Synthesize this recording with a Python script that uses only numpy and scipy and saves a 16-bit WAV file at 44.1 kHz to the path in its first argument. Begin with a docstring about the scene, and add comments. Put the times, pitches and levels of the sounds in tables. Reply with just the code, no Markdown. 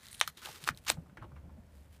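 """In a small furnished room, close by, a kitten bites at the paper of a sliding door.
Its teeth crinkle the sheet, fibres part in two rips, and the taut paper gives way in sharp snaps;
each break is an impulse, coloured by the resonances of the sheet. The kitten then chews the scrap,
while its shifting weight makes the door thud and rumble."""
import sys
import numpy as np
from scipy import signal
from scipy.fft import rfft, irfft
from scipy.io import wavfile

SR = 44100
rng = np.random.default_rng(int(sys.argv[2]) if len(sys.argv) > 2 else 0)


def file_out(sig):
    """Save sig as 16-bit WAV at sys.argv[1]."""
    # one column per channel
    cols = np.atleast_2d(sig).T
    # limit, then scale
    lim = np.clip(cols, -1, 1)
    pcm = np.round(lim * 32767).astype(np.int16)
    wavfile.write(sys.argv[1], SR, pcm)


N = 88200
T = np.arange(N) / SR


def snaps():
    """Sudden release of tension excites the sheet's modes. 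Returns direct sound and room feed."""
    # Each row: start in seconds; the flap's frequency and bandwidth in Hz and gain in dB; frequency
    # in Hz and gain in dB for fold, crack, edge and fibre in turn; splinters and room feed in dB.
    breaks = [(0.2124, 1065, 646, 12.5, 1980, 12.5, 3650, 13.5, 5840, 5.5, 8500, 1, -23, -9),
              (0.2764, 1310, 200, 5.5, 1610, -5, 4000, -7.5, 5660, -4.5, 12800, -2, 2, -10),
              (0.6756, 1240, 500, 9, 1620, 3, 2510, -1.5, 4570, -3.5, 7800, -10, 1.5, -21),
              (0.6888, 1430, 447, 15.5, 1840, -3, 4440, -18, 6000, -4, 8600, -20, -7, -10.5),
              (0.9008, 725, 482.5, 10, 1170, 5.5, 2450, 12, 4010, 11, 7730, 9, -15, -12)]
    fold_q, crack_q, edge_q, fibre_q, bend_q = 2.6, 4.5, 4.5, 6.6, 0.74
    echo_s, echo_db = .00165, -16.5
    out = 0
    for (start, flap_hz, flap_width, flap_db, fold_hz, fold_db, crack_hz, crack_db,
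         edge_hz, edge_db, fibre_hz, fibre_db, splinter_db, room_db) in breaks:
        pop = 1.0 * (np.arange(N) == int(start * SR))
        splinters = fracture(start, splinter_db, decay_s=.0011)
        splinters /= np.linalg.norm(splinters)
        flap = from_db(flap_db) * band(resonance(pop, flap_hz, flap_width), 4000, "low")
        fold = from_db(fold_db) * resonance(pop, fold_hz, fold_hz / fold_q)
        crack = from_db(crack_db) * resonance(splinters, crack_hz, crack_hz / crack_q)
        edge = from_db(edge_db) * resonance(splinters, edge_hz, edge_hz / edge_q)
        fibre = from_db(fibre_db) * resonance(splinters, fibre_hz, fibre_hz / fibre_q)
        out = out + np.outer([1, from_db(room_db)], flap - fold + crack + edge + fibre)
    for hz in (3000, 7000):   # all-pass stages: dispersive bending waves smear each snap
        out = out - 2 * resonance(out, hz, hz / bend_q)
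    frame_echo = from_db(echo_db) * np.roll(out, int(echo_s * SR), axis=1)
    return band(band(out + frame_echo, 437, "high", order=3), 12000, "low")


def tearing():
    """Parting fibres sum to shot noise: gnawing, a slow rip, a fast rip and a faint brushing."""
    # Each row: time in seconds, level in dB.
    gnaw_levels = [(0, -63.5), (.04, -58), (.10, -59), (.125, -59.5), (.17, -59.5), (.205, -56.5),
                   (.25, -58.5), (.274, -59), (.28, -45.5), (.298, -56.5), (.312, -74), (.362, -69),
                   (.38, -73)]
    slow_rip_levels = [(.36, -88), (.373, -54), (.412, -61), (.432, -51.5), (.459, -46.5), (.48, -51),
                       (.495, -48), (.525, -52.5), (.565, -50), (.595, -59), (.625, -53.5), (.657, -54),
                       (.686, -37.5), (.70, -46), (.711, -58)]
    fast_rip_levels = [(.862, -67), (.867, -45), (.878, -40.5), (.884, -31), (.89, -35.5), (.897, -26.5),
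                       (.904, -45), (.917, -42), (.927, -54), (.96, -70)]
    brush_levels = [(.72, -80), (.768, -66), (.783, -57), (.805, -75.5), (.86, -60.5), (.97, -75.5),
                    (1.1, -83), (1.69, -81), (1.76, -70.5), (1.83, -73.5), (1.89, -81), (1.945, -65.5),
                    (2, -78.5)]
    # The spectrum of each. Each row: frequency in Hz, relative gain in dB.
    gnaw_tone = [(300, -35), (700, -11.5), (1270, -3.5), (1900, 0), (2800, -7.5), (4100, 0), (5000, -9.5),
                 (6500, -7.5), (9700, -8), (11700, -15.5), (15000, -12.5)]
    slow_rip_tone = [(180, -17), (300, -5), (390, -1.5), (423, -10), (474, -8), (523, -23), (814, -7.5),
                     (1230, -3), (1490, -4.5), (3610, -5), (15000, -15)]
    fast_rip_tone = [(150, -38), (250, -25), (500, -20), (1050, 1), (1900, -1), (2500, -4), (3000, 0),
                     (3700, -2), (6000, -4), (9400, -11.5), (11600, -23.5), (15000, -15), (17000, -32)]
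    brush_tone = [(500, -10.5), (1500, 0), (3800, -2.5), (6000, -6.5), (9000, -3.5), (15000, -8.5)]
    gnaw = shaped(fibres(per_s=7000, spread_db=2.5), gnaw_tone, gnaw_levels)
    slow_rip = shaped(fibres(per_s=9000, spread_db=6.5), slow_rip_tone, slow_rip_levels)
    fast_rip = shaped(fibres(per_s=6700, spread_db=2.0), fast_rip_tone, fast_rip_levels)
    brush = shaped(fibres(per_s=3300, spread_db=5.0), brush_tone, brush_levels)
    return gnaw + slow_rip + fast_rip + brush


def creases():
    """Buckling: a small crease flips with a bright tick and rings briefly."""
    # Each row: start in seconds, relative level in dB, ring frequency in Hz.
    flips = [(0.0391, -41, 2510), (0.0505, -45, 4070), (.057, -36, 3640), (0.0684, -30, 4150),
             (.0848, -33, 4050), (0.111, -52, 9750), (0.1296, -30, 9500), (.1437, -35, 9300),
             (.1474, -29.5, 4000), (0.1793, -38, 7240), (0.196, -29, 8140), (.2015, -23.5, 3555),
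             (0.3738, -35, 3700), (0.4579, -25, 2660), (0.458, -27, 3750), (0.6406, -25.5, 7900),
             (0.6467, -32, 3300), (0.7478, -44, 4200), (.7744, -32, 3570), (0.8494, -38, 3263),
             (0.866, -42, 3000)]
    # The spectrum of the ticks. Each row: frequency in Hz, gain in dB.
    tone = [(400, -18), (1500, -12.5), (4000, 1.5), (6200, -10), (9500, -4.5), (15000, -11.5)]
    gain_db, ring_db, ring_q = 4, -0.5, 4.5
    out = 0
    for start, db, hz in flips:
        tick = from_db(db + gain_db) * fracture(start, shower_db=5.5, decay_s=0.00061)
        out = out + tick + from_db(ring_db) * resonance(tick, hz, hz / ring_q)
    return coloured(out, tone)


def rasps():
    """Friction: teeth and the loose flap rub the paper; near the end come soft, low mouth sounds."""
    # Each row: start and end in seconds, level in dB, centre frequency in Hz.
    rubs = [(0.109, 0.16, -55, 9300), (0.164, 0.234, -64, 9300), (.216, .244, -50, 3000),
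            (.217, .236, -50, 6180), (.279, 0.305, -57, 12000), (0.368, 0.422, -64.5, 3570),
            (0.42, 0.473, -55.5, 1420), (0.488, 0.619, -66, 425), (0.665, 0.703, -44.5, 1430),
            (.881, .923, -46, 13700), (.882, .90, -43, 2500), (1.19, 1.228, -70, 2300),
            (1.211, 1.23, -61, 1290), (1.214, 1.255, -70, 2850), (1.357, 1.374, -70, 2500),
            (1.44, 1.469, -63.5, 541), (1.559, 1.595, -67, 620), (1.735, 1.763, -67, 536),
            (1.926, 1.975, -77, 3000)]
    rasp_q, fade_s = 4.0, .003
    out = 0
    for start, end, db, hz in rubs:
        contact = np.clip(np.minimum(T - start, end - T) / fade_s, 0, 1)
        catches = fibres(per_s=17000, spread_db=7.0)
        rasp = resonance(resonance(catches, hz, hz / rasp_q), hz, hz / 2)
        out = out + from_db(db) * contact * rms_one(rasp)
    return out


def bites():
    """Teeth close on the scrap, and a damped resonance dulls each crunch in the mouth."""
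    # Each row: start in seconds, gain in dB, centre in Hz, crunch relative to its click in dB.
    closures = [(.462, -3.5, 1720, -19), (0.4731, -6.5, 950, -12), (0.4893, -6, 880, -12),
                (0.971, -25.5, 880, 12.5), (1.06, -24.5, 938, 5.5), (1.097, -24.5, 1470, 0.5),
                (1.172, -8, 1540, 4.5), (1.224, -13.5, 1071, 8.5), (1.242, -19, 970, 9.5),
                (1.319, -22.5, 1166, 1.5), (1.364, -15, 1048, 4), (1.375, -22, 1504, -4),
                (1.494, -22, 955, 3)]
    # The spectrum of the chewing. Each row: frequency in Hz, gain in dB.
    tone = [(150, -6.5), (500, 5), (1800, -5), (3200, -11.5), (6000, -14), (15000, -9.5)]
    mouth_q = 3.1
    out = 0
    for start, db, hz, crunch_db in closures:
        crunch = fracture(start, crunch_db, decay_s=0.0078)
        out = out + from_db(db) * resonance(crunch, hz, hz / mouth_q)
    return coloured(out, tone)


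def door():
    """Forced vibration: under the paws the door rumbles, thuds and rings in its lowest mode."""
    # The rumble and the panel's mode. Each row: time in seconds, level in dB.
    rumble_levels = [(0, -65.5), (.14, -63.5), (.2, -64.5), (.29, -62), (.35, -72), (.48, -63.5),
                     (.58, -66), (.67, -62.5), (.705, -53.5), (.745, -53.5), (.84, -64.5), (.9, -51),
                     (.99, -50.5), (1.06, -55.5), (1.16, -60), (1.22, -51.5), (1.3, -53.5), (1.48, -54.5),
                     (1.6, -55.5), (1.68, -60.5), (1.8, -59.5), (2, -62.5)]
    mode_levels = [(0, -93), (.14, -58.5), (.26, -85.5), (1.15, -73), (1.39, -55.5), (1.6, -54),
                   (1.68, -63), (1.8, -53.5), (2, -60.5)]
    # The spectrum of the rumble. Each row: frequency in Hz, relative gain in dB.
    rumble_tone = [(15, -43), (25, -11), (75, 5.5), (280, -10.5), (338, -14.5), (468, -19), (605, -16),
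                   (756, -27.5), (977, -26), (1120, -36.5), (1500, -30.5), (1950, -54.5), (3300, -120)]
    # Jolts of the frame. Each row: start in seconds, envelope peak in dB, frequency in Hz.
    thuds = [(0.281, -52.5, 151), (.48, -52, 155), (.625, -45.5, 149.5), (.686, -43.5, 239),
             (0.691, -42, 85), (.70, -42.5, 152), (.893, -44, 320), (0.898, -55.5, 120),
             (0.911, -46.5, 215), (0.97, -35.5, 157), (1.114, -50.5, 184), (1.175, -52.5, 333),
             (1.213, -39.5, 108.3), (1.235, -51.5, 337.4), (1.323, -45.5, 131.6), (1.443, -48.5, 167),
             (1.574, -47, 218)]
    mode_hz, waver_hz = 74, 2.5
    rise_s, decay_s = 0.017, 0.008
    rumble = shaped(rng.standard_normal(N), rumble_tone, rumble_levels)
    waver = waver_hz * rms_one(band(rng.standard_normal(N), 12, "low"))
    phase = 2 * np.pi * np.cumsum(mode_hz + waver) / SR
    out = rumble + level(mode_levels) * np.sqrt(2) * np.sin(phase)
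    for start, db, hz in thuds:
        age = np.maximum(T - start, 0)
        swell = np.minimum(age / rise_s, 1) * np.exp(-np.maximum(age - rise_s, 0) / decay_s)
        out = out + from_db(db) * swell * np.sin(2 * np.pi * hz * age)
    return out


def room(x):
    """Reverberation: dense reflections decay exponentially, most slowly in the high treble."""
    # Each row: frequency in Hz, time to fall by 60 dB in seconds.
    decay_times = [(200, 0.077), (1200, 0.093), (3500, 0.092), (7000, .10), (14000, 0.21)]
    # The spectrum of the reflections. Each row: frequency in Hz, gain in dB.
    tone = [(200, -6.5), (700, 0), (1300, -5), (2600, -0.5), (4000, -3), (5000, -3), (6300, -5),
            (8000, -6.5), (10000, -10), (15000, -12)]
    edges_hz, delay_s = np.geomspace(100, 16000, 10), 0.0016
    tail = 0
    for low, high in zip(edges_hz, edges_hz[1:]):
        hz = np.sqrt(low * high)
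        decay = from_db(-60 * np.minimum(T / at_hz(decay_times, hz), 3)) * (T > delay_s)
        reflections = band(rng.standard_normal(N), [low, high], "band")
        tail = tail + reflections * decay / np.linalg.norm(decay) * from_db(at_hz(tone, hz))
    return signal.fftconvolve(x, tail)[:N]


def air():
    """Stationary noise: the faint, low hush of the room."""
    # Each row: frequency in Hz, relative gain in dB.
    tone = [(120, -29.5), (200, -0.5), (277, -19), (560, -14), (1330, -20.5), (1720, -20.5), (4010, -31.5),
            (15000, -37)]
    return from_db(-69) * rms_one(coloured(rng.standard_normal(N), tone))


def fibres(per_s, spread_db):
    """A Poisson train of tiny uneven breaks, swelling in stick-slip jerks; unit power."""
    slip_hz, slip_db = 220, 2.5
    sizes = from_db(spread_db * np.minimum(rng.exponential(1, N), 3)) * rng.choice([-1, 1], N)
    jerks = from_db(slip_db * rms_one(band(rng.standard_normal(N), slip_hz, "low")))
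    return rms_one(jerks * sizes * (rng.random(N) < per_s / SR))


def fracture(start, shower_db, decay_s):
    """A fracture cascade: a unit click trailed by a dying shower of further breaks."""
    shower = rng.standard_normal(N) * np.exp(-np.clip((T - start) / decay_s, 0, 60)) * (T > start)
    shower *= from_db(shower_db) / np.linalg.norm(shower)
    shower[int(start * SR)] += 1
    return shower


def from_db(db):
    """Decibels to amplitude ratio."""
    return 10 ** (np.asarray(db) / 20)


def rms_one(x):
    """Normalisation to unit power."""
    return x / np.sqrt(np.mean(x ** 2) + 1e-20)


def level(rows):
    """An envelope through points in seconds and dB, silent outside them."""
    return from_db(np.interp(T, *np.transpose(rows), left=-140, right=-140))


def at_hz(points, hz):
    """Interpolation on a logarithmic frequency axis."""
    frequencies, values = np.transpose(points)
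    return np.interp(np.log(hz + 1e-9), np.log(frequencies), values)


def band(x, hz, kind, order=2):
    """A Butterworth filter."""
    sections = signal.butter(order, np.clip(hz, 10, .48 * SR), kind, fs=SR, output="sos")
    return signal.sosfilt(sections, x + 1e-18)


def resonance(x, hz, width_hz):
    """A damped resonator with unit gain at its peak."""
    peak = signal.iirpeak(min(hz, .45 * SR), hz / min(width_hz, SR / 4), fs=SR)
    return signal.lfilter(*peak, x + 1e-18)


def coloured(x, tone):
    """A minimum-phase filter through points in Hz and dB."""
    bins_hz = np.arange(N + 1) * SR / (2 * N)
    cepstrum = irfft(np.log(from_db(at_hz(tone, bins_hz))))
    cepstrum[1:N] *= 2   # folding onto positive time makes the filter causal
    cepstrum[N + 1:] = 0
    return irfft(rfft(x, 2 * N) * np.exp(rfft(cepstrum)))[:N]


def shaped(x, tone, levels):
    """Source and filter: an excitation takes on a spectrum, then an envelope."""
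    return level(levels) * rms_one(coloured(x, tone))


def scene():
    """Superposition: paper and mouth sounds with their reflections, the door and quiet air."""
    snap, snap_to_room = snaps()
    rustle = tearing() + creases() + rasps()
    chewing = bites()
    reflections = room(snap_to_room + from_db(-15) * rustle + from_db(-4) * chewing)
    background = air() + door()
    return (snap + rustle + chewing + reflections + background)[None]


def record(dry):
    """Band limiting: a steep elliptic low-pass removes the highest treble."""
    cutoff_hz = 15250
    return signal.sosfilt(signal.ellip(10, .2, 70, cutoff_hz, fs=SR, output="sos"), dry)


dry = scene()
out = record(dry)
file_out(out)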